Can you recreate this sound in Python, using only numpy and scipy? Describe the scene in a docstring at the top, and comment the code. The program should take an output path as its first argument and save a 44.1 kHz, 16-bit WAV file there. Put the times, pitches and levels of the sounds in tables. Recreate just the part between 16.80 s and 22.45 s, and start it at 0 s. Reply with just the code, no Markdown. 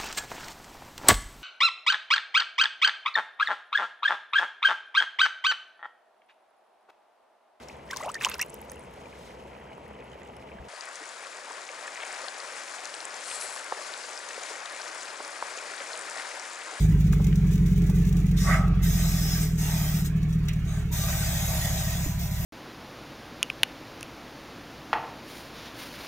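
"""A V8 four-wheel drive reverses slowly over slushy asphalt, close to a phone's stereo microphone.
Its cross-plane exhaust burbles, each firing beating the pipe and ringing the silencer, and sinks to idle.
Tyre chains tick and crunch over the hum of the running gear. The steel plough blade scrapes the ground
in strokes, ringing and whistling. Late on, a pump whines and there is one soft thud."""
import sys
import numpy as np
from scipy import signal
from scipy.fft import rfft, irfft, next_fast_len
from scipy.io import wavfile
from scipy.ndimage import uniform_filter1d, map_coordinates

SR = 44100
rng = np.random.default_rng(int(sys.argv[2]) if len(sys.argv) > 2 else 0)


def bounce(signal):
    """Save signal as a 16-bit WAV file at the path given by the first command-line argument."""
    frames = np.transpose(np.atleast_2d(signal))
    limited = np.clip(frames, -1, 1)
    pcm = np.round(limited * 32767).astype(np.int16)
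    wavfile.write(sys.argv[1], SR, pcm)


N = 249165

# Tone of chain biting slush. Each row: frequency in Hz, spectral level in dB.
CRUNCH_SPECTRUM = [(1470, -58), (2500, -1), (2810, -9), (3710, -1), (4260, -8.5), (6840, 1), (7500, -3),
                   (8360, -3.5), (9250, -11.5), (11300, -5.5), (14700, -7), (15900, -3)]


def engine():
    """Each firing beats the pipe, rings the silencer and puffs gas; the two banks take turns unevenly."""
    # Each row: time in seconds, crank speed in rpm, exhaust beat in dB, silencer ring in dB.
    run_down = [(0.0, 782.7, -28, -30.5), (0.5, 714.2, -33, -28.5), (1.0, 683.2, -33.0, -29),
                (1.5, 687.8, -34, -29.5), (2.0, 668.7, -32.0, -32.5), (2.5, 609.4, -37.5, -38.5),
                (3.25, 570.2, -38.5, -36.0), (3.5, 593, -37, -34.5), (4.0, 558.6, -37.5, -42),
                (4.75, 541, -37.5, -42), (5.5, 536.4, -39, -42), (5.65, 542, -38.5, -45)]
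    # In firing order. Each row: bank 0 or 1, beat in dB, ring in dB, header lag in ms, tailpipe tap in dB.
    cylinders = [(0, 6.5, 11, 0.32, 7.5), (0, 6.5, 12, 1.36, 8.5), (1, 2.75, 2, 2.06, -1),
                 (0, 5.5, 7, 0.016, -1), (1, 3, 10, 1.73, 3.5), (1, 2, 2.5, 1.17, 1),
                 (0, 7.5, 8.5, 0.26, 1), (1, 3.5, 8.5, 1.58, 1)]
    # Exhaust resonances. Each row: frequency in Hz, width in Hz, signed gain from bank 0, from bank 1.
    pipe = [(44.4, 11.9, -0.25, -0.22), (65.7, 19.3, 0.25, -0.2), (119.4, 37, 0.088, 0.32)]
    silencer = [(164.56, 23.1, -1.285, 1), (162.6, 9.2, 0.33, -0.49), (168.84, 21.5, 1.122, -1.127),
                (203, 22.8, 0.052, 0.14)]
    # Resonances of the gas rush. Each row: frequency in Hz, width in Hz, level in dB.
    tailpipe = [(238.6, 26, 2), (305.3, 22.4, 1.5), (417.5, 30.7, 1)]
    rpm, beat_db, ring_db = curves(run_down)
    firings = np.floor(np.cumsum(rpm / 15) / SR - 0.104)  # four to a crank turn
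    at = np.flatnonzero(np.diff(firings)) + 1
    bank, own_beat_db, own_ring_db, lag_ms, tap_db = np.array(cylinders)[firings[at].astype(int) % 8].T
    jitter = rng.standard_normal((len(at), 3))
    turn_samples = 60 * SR / rpm[at]  # slower firings make bigger pulses
    beat = turn_samples * amp(beat_db[at] + own_beat_db + 0.58 * jitter[:, 0])
    ring = turn_samples * amp(ring_db[at] + own_ring_db + 0.8 * jitter[:, 1])
    lag = np.round((lag_ms + 0.04 * jitter[:, 2]) * SR / 1000).astype(int)
    at = np.clip(at + lag, 0, N - 1)
    burble = 0
    for size, modes in (beat, pipe), (ring, silencer):
        pulses = np.array([np.bincount(at, size * (bank == b), N) for b in range(2)])
        response = lambda f: sum(mode(f, hz, w) * np.array([[a], [b]]) for hz, w, a, b in modes)
        burble = burble + filtered(pulses, response).sum(axis=0)
    muffling = lambda f: 1 / (1 + 1j * f / 260) ** 2 / (1 + (f / 230) ** 8)  # the silencer kills the highs
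    burble = filtered(burble, muffling)
    puffs = signal.lfilter([1], [1, -np.exp(-1 / (0.0029 * SR))], np.bincount(at, amp(own_beat_db), N))
    taps = 0.8 * unit(np.bincount(at, amp(tap_db), N))  # the regular part of each puff
    gas = taps + unit((1.1 + puffs) * grit(patchy_db=0.5))
    rush = unit(filtered(gas, lambda f: body(tailpipe)(f) / (1 + (f / 520) ** 6)))
    leaves_s, fade_db_per_s = 1.21, 3  # the tailpipe draws away from the microphone
    rush_db = -41.5 - fade_db_per_s * np.clip(np.arange(N) / SR - leaves_s, 0, None)
    return [burble, 0.22 * np.roll(burble, 900)] + amp(rush_db) * rush


def blade():
    """The edge grinds grit into a hiss and shakes the plate's resonances, each with its own chatter."""
    # Each row: frequency in Hz, spectral level in dB.
    edge_hiss = [(1470, -28), (2500, -4.5), (2970, -7.5), (3780, 0.5), (4410, -7.5), (4860, -3),
                 (5150, -18.5), (6460, 2.5), (7500, -3), (8170, 2), (9000, -13.5), (11700, -8.5),
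                 (19800, -120)]
    fine_grit = [(8800, -40), (9500, -18), (10600, -10), (11400, 9), (12200, 13.5), (13200, 7),
                 (14300, 7.5), (15500, 12), (16000, -19)]
    # Resonances of the steel. Each row: frequency in Hz, width in Hz, level in dB.
    low_ring = [(617, 93, 2.5), (700, 67, 3), (783, 28.5, 4.5), (1004, 350, -10)]
    middle_ring = [(1129, 26, 9), (1277, 78, 7.7)]
    high_ring = [(1533, 160, 0.5), (1772, 20, -1), (1846, 29, 7.5), (2077, 335, -1)]
    squeal = [(5112, 140, -1.1), (5520, 70, 1), (5860, 47, 1)]
    colours = tint(edge_hiss), tint(fine_grit), *map(body, (low_ring, middle_ring, high_ring, squeal))
    out = 0
    for gain, colour, patchy_db in zip(blade_contact(), colours, (3.5, 3.5, 1, 1.5, 2.5, 2)):
        chatter = amp(0.43 * wobble(30) + 0.36 * wobble(120))
        out = out + gain * chatter * unit(filtered(grit(patchy_db), colour))
    return out


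def blade_contact():
    """Gains of the six blade layers: strokes touch, bite, sag and fade; the plate shudders as it catches."""
    # Each row: touch, lift and fade t60 in seconds, edge hiss in dB, sag by the lift in dB (negative
    # swells), then fine grit, low ring, middle ring, high ring and squeal in dB over the hiss.
    strokes = [(-.05, 0.06, .1, -41, 5.5, -10, -8, -20, -10, -14),
               (1.554, 1.819, 0.15, -37, 17, -8.5, -28, -14, -8.5, -5),
               (2.011, 2.635, .4, -37.5, -0.5, -1.5, -13, -15.5, -10, -6),
               (2.764, 3.208, 0.25, -38, 3.5, -1, -9, -14.5, -9, -7),
               (3.231, 3.272, .12, -36, 4.8, -3, -21, -13, -11, -8.5),
               (3.856, 4.032, 0.075, -48, 7, -10, -2.5, -3, -7.5, -20),
               (4.105, 5.283, 0.67, -35.5, 5, -2.5, -7.5, -17.5, -9, -9),
               (5.372, 5.458, 0.46, -41, 1.5, 0, -2.5, -28, -10.5, -5),
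               (5.491, 5.7, .3, -44.5, -11, 2.5, -1.5, -21, -9.5, -7)]
    # One value a layer: time constant of the bite in seconds, and how far under it starts in dB.
    bite_s = np.c_[[.035, .03, .08, .07, .05, .05]]
    bite_db = np.c_[[5, 4, 12, 11, 7, 8]]
    # Each row: peak time, build-up and t60 in seconds, then low, middle and high ring in dB.
    shudders = [(1.689, 0.081, 0.72, -34, -33, -37.5), (1.743, 0.12, 0.4, -41, -30.5, -27.5),
                (2.255, 0.0602, 0.27, -45.5, -65, -68), (4.295, 0.11, 0.12, -43, -47, -62),
                (4.37, 0.034, 0.28, -48, -52, -56), (4.72, 0.26, 1, -41.5, -70, -48),
                (4.87, 0.041, 0.2, -43, -64, -45)]
    # The t60 of the low, middle and high ring as multiples of the shudder's.
    linger = np.array([1.1, 1.3, .7])
    t, power = np.arange(N) / SR, np.zeros((6, N))
    for touch, lift, t60, hiss_db, sag_db, *over_db in strokes:
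        since = np.clip(t - touch, 0, None)
        onset = np.clip(since / 0.022, 0, 1) ** 2
        sag = np.clip(since / (lift - touch), 0, 1) ** 4.4  # comes late in the stroke
        db = hiss_db - bite_db * np.exp(-since / bite_s) - sag_db * sag
        gain = onset * amp(db - 60 * np.clip(t - lift, 0, None) / t60)
        power += (amp(np.c_[[0, *over_db]]) * gain) ** 2
    for peak, build, t60, *ring_db in shudders:
        onset = np.clip(1 + (t - peak) / build, 0, 1) ** 2
        decay = amp(-60 * np.clip(t - peak, 0, None) / np.c_[t60 * linger])
        power[2:5] += (amp(ring_db)[:, None] * onset * decay) ** 2
    return np.sqrt(power)


def blade_whistles():
    """Friction noise from the skidding edge briefly locks onto one resonance, swelling and fading."""
    # Each row: centre and half length in seconds, pitch and width in Hz, level in dB.
    flares = [(1.61, .06, 3780, 60, -49), (1.63, .06, 5600, 200, -43), (1.72, .08, 1280, 30, -38),
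              (2.045, .03, 12200, 1500, -39), (2.13, .13, 6400, 200, -44), (2.46, .18, 5172, 26, -40),
              (2.51, .14, 5400, 500, -41), (2.55, .09, 5460, 44, -49), (2.93, .2, 885, 150, -48),
              (4.14, .045, 936, 73, -47), (4.24, .1, 1200, 60, -47), (4.3, .05, 6500, 3000, -39),
              (4.43, .02, 1482, 120, -38), (4.75, .3, 11300, 360, -41), (4.85, .04, 1950, 150, -39)]
    out, t, rub = 0, np.arange(N) / SR, rng.standard_normal((2, N))
    for s, half_s, hz, width, db in flares:
        swell = np.cos(np.pi / 2 * np.clip((t - s) / half_s, -1, 1)) ** 2
        out = out + amp(db) * swell * unit(filtered(rub, lambda f: mode(f, hz, width) ** 2))
    return out


def chain_links():
    """Every slap of a link is a crack and a short steel ring; the chain also knocks dully on the ground."""
    # Each row: start in seconds, level in dB.
    slaps = [(0.205, -26.5), (0.3253, -21), (0.442, -21.5), (0.467, -22), (0.556, -23), (0.7547, -24),
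             (0.777, -29), (1.0187, -26), (1.0964, -22.5), (1.25, -27), (1.29, -25.5), (1.3254, -25),
             (1.3666, -23), (1.466, -30), (1.512, -25.5), (1.8786, -31), (3.4287, -30.5), (3.527, -29.5),
             (3.684, -19.5), (3.7326, -28)]
    # Modes of a link. Each row: frequency in Hz, level in dB, t60 in seconds.
    steel = [(2510, -18, 0.23), (2730, -10, 0.092), (3160, -15, 0.11), (3900, -5.5, .08), (5690, -4, 0.048),
             (7380, -47, 0.039), (11660, -5, .05), (12750, -13, .06), (13910, -18, .07)]
    # Each row: start in seconds, level in dB, centre in Hz, t60 in seconds.
    knocks = [(0.329, -29, 1400, 0.029), (.394, -36, 750, 0.068), (.526, -32.5, 2240, 0.021),
              (1.095, -40.5, 700, 0.055), (3.684, -38.5, 2410, 0.16)]
    near_s = 1.55  # fainter slaps fall at random while the rear wheels are near the microphone
    ticks = [(near_s * u, -38.5 + 4 * (2 * v - 1)) for u, v in rng.random(size=(40, 2))]
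    out, cracks = np.zeros((2, 2, N + SR))
    t = np.arange(SR // 8) / SR
    rise = 1 - np.exp(-t / .0015)
    burst = lambda db, t60: amp(db - 60 * t / t60) * rise * rng.standard_normal((2, len(t)))
    for s, db in slaps + ticks:
        ring = sum(amp(level + rng.normal(0, 1.9) - 60 * t / t60) * np.sin(2 * np.pi * hz * t)
                   for hz, level, t60 in steel)
        ring_db = db - 25 + 3 * s  # later links ring more freely, clear of the slush
        out[:, round(s * SR):][:, :len(t)] += amp([[-.1], [-6]]) * amp(ring_db) * ring
        cracks[:, round(s * SR):][:, :len(t)] += burst(db - 11, t60=0.04)
    for s, db, hz, t60 in knocks:
        ground = signal.butter(2, [.7 * hz, 1.4 * hz], "band", fs=SR)
        out[:, round(s * SR):][:, :len(t)] += signal.lfilter(*ground, burst(db, t60)) * np.sqrt(SR / hz)
    return out[:, :N] + filtered(cracks[:, :N], lambda f: unit(tint(CRUNCH_SPECTRUM)(f)))


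def rolling():
    """Running gear hums while links and slush crunch in dense, soft bursts under the tyres."""
    # Each row: frequency in Hz, spectral level in dB.
    gear_spectrum = [(420, -20), (560, -11), (700, -3.5), (900, -10.5), (1200, -6.5), (2200, -5),
                     (3200, -12.5), (4300, -15.5), (6000, -24.5), (9000, -52)]
    # The crunch drops as the rear wheels leave the microphone. Each row: time in seconds, level in dB.
    crunch_levels = [(0, -49), (.8, -47.5), (1.45, -50), (1.8, -57), (3.5, -55.5), (5.65, -51)]
    gear_db = -50 - 0.17 * np.arange(N) / SR + 0.71 * wobble(13)  # slowly drawing away
    gear = unit(filtered(grit(patchy_db=3.5), tint(gear_spectrum)))
    when, size = rng.random((2, 500))
    impacts = np.bincount((when * N).astype(int), size ** 2, N)
    fade = np.exp(-1 / (0.0063 * SR))
    bursts = signal.lfilter([1], [1, -2 * fade, fade ** 2], impacts)  # soft rise and fall
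    crunch = unit(filtered((1 + unit(bursts)) * grit(patchy_db=1), tint(CRUNCH_SPECTRUM)))
    crunch_db, = curves(crunch_levels)
    return amp(gear_db) * gear + amp(crunch_db) * crunch


def pump():
    """The pump comes on with a thin, slightly unsteady whine."""
    # Each row: time in seconds, pitch in Hz, level in dB.
    pump_run = [(4.9, 990, -80), (4.97, 990, -56), (5.2, 990, -53), (5.65, 990, -56)]
    hz, db = curves(pump_run)
    phase = 2 * np.pi * np.cumsum(hz + 3 * wobble(15)) / SR
    running = db > -79
    whine = amp(db + 1.5 * wobble(12)) * np.sin(phase) * running
    return np.array([whine, 0.25 * whine])


def thud(start_s=5.261):
    """One soft, low push with a panel's higher note, all direct sound."""
    t = np.clip(np.arange(N) / SR - start_s, 0, None)
    push = amp(-19.5 - 60 * t / 0.076) * np.sin(2 * np.pi * 51 * t)
    panel = amp(-27 - 60 * t / 0.068) * np.sin(2 * np.pi * 290 * t)
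    return np.array([push + panel, np.zeros(N)])


def amp(db):
    return 10 ** (np.asarray(db) / 20)


def unit(x):
    return x / np.sqrt(np.mean(x ** 2) + 1e-20)


def along(points, hz):
    """Interpolate (Hz, value) points on a log axis."""
    f, v = np.transpose(points)
    return np.interp(np.log(hz + 1), np.log(f + 1), v)


def curves(rows):
    """One value per sample for each column after the time."""
    s, *cols = np.transpose(rows)
    return np.array([np.interp(np.arange(N) / SR, s, c) for c in cols])


def wobble(rate):
    """A smooth random curve, rate knots a second."""
    return map_coordinates(rng.standard_normal(int(N * rate / SR) + 4), [np.arange(N) * rate / SR])


def filtered(x, response):
    """x through a complex response of frequency."""
    m = next_fast_len(N + SR // 2)
    return irfft(rfft(x, m) * response(np.fft.rfftfreq(m, 1 / SR)), m)[..., :N]


def mode(f, hz, width):
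    """One causal resonance of peak gain 1."""
    return 1j * f * width / (hz * hz - f * f + 1j * f * width)


def body(modes):
    """A response made of (Hz, width, dB) resonances, neighbours in opposite phase."""
    return lambda f: sum((-1) ** k * amp(db) * mode(f, hz, w) for k, (hz, w, db) in enumerate(modes))


def tint(points):
    """A response through (Hz, dB) points."""
    return lambda f: amp(along(points, f))


def grit(patchy_db):
    """Two unrelated noises sharing narrow, short-lived streaks of random gain."""
    spectra = signal.stft(rng.standard_normal((2, N)), nperseg=1024)[2]
    patches = uniform_filter1d(rng.standard_normal(spectra.shape[1:]), size=3, axis=0)
    streaks = uniform_filter1d(patches, size=6, axis=1)
    return signal.istft(spectra * amp(patchy_db * unit(streaks)), nperseg=1024)[1][:, :N]


def scene():
    """Direct and scattered sound from the vehicle mix at the microphone's two ports."""
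    # Each row: frequency in Hz, left-right likeness from 0 to 1.
    likeness = [(60, .96), (150, .985), (300, .93), (600, .92), (1200, .72), (2500, .62), (5000, .56),
                (9000, .4), (14000, .33)]
    # Each row: frequency in Hz, left minus right in dB.
    balance = [(60, -2.5), (110, 0.5), (200, -0.5), (380, -5), (700, 3.5), (1000, 0), (1400, -0.5),
               (2380, -7), (4400, -1.6), (8120, 6), (12000, -3.5), (15500, 7)]
    # Each row: frequency in Hz, phase lead of the left port in radians.
    lead = [(0, 0), (160, .12), (1300, .25), (1900, -.4), (2300, .9), (3700, 2.1), (7700, 9.3), (15500, 21)]
    parts = engine() + rolling() + chain_links() + blade() + blade_whistles() + pump() + thud()
    angle = lambda f: np.arccos(along(likeness, f)) / 2
    # The direct part feeds the middle, the scattered part the sides.
    mid, side = filtered(parts, lambda f: np.array([np.cos(angle(f)), np.sin(angle(f))]))
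    half = np.array([[.5], [-.5]])
    ports = lambda f: amp(half * along(balance, f)) * np.exp(1j * half * np.interp(f, *np.transpose(lead)))
    return filtered(np.array([mid + side, mid - side]), ports)


def record(dry):
    """The phone picks up nothing above its band limit."""
    return filtered(dry, lambda hz: hz < 15900)


dry = scene()
out = record(dry)
bounce(out)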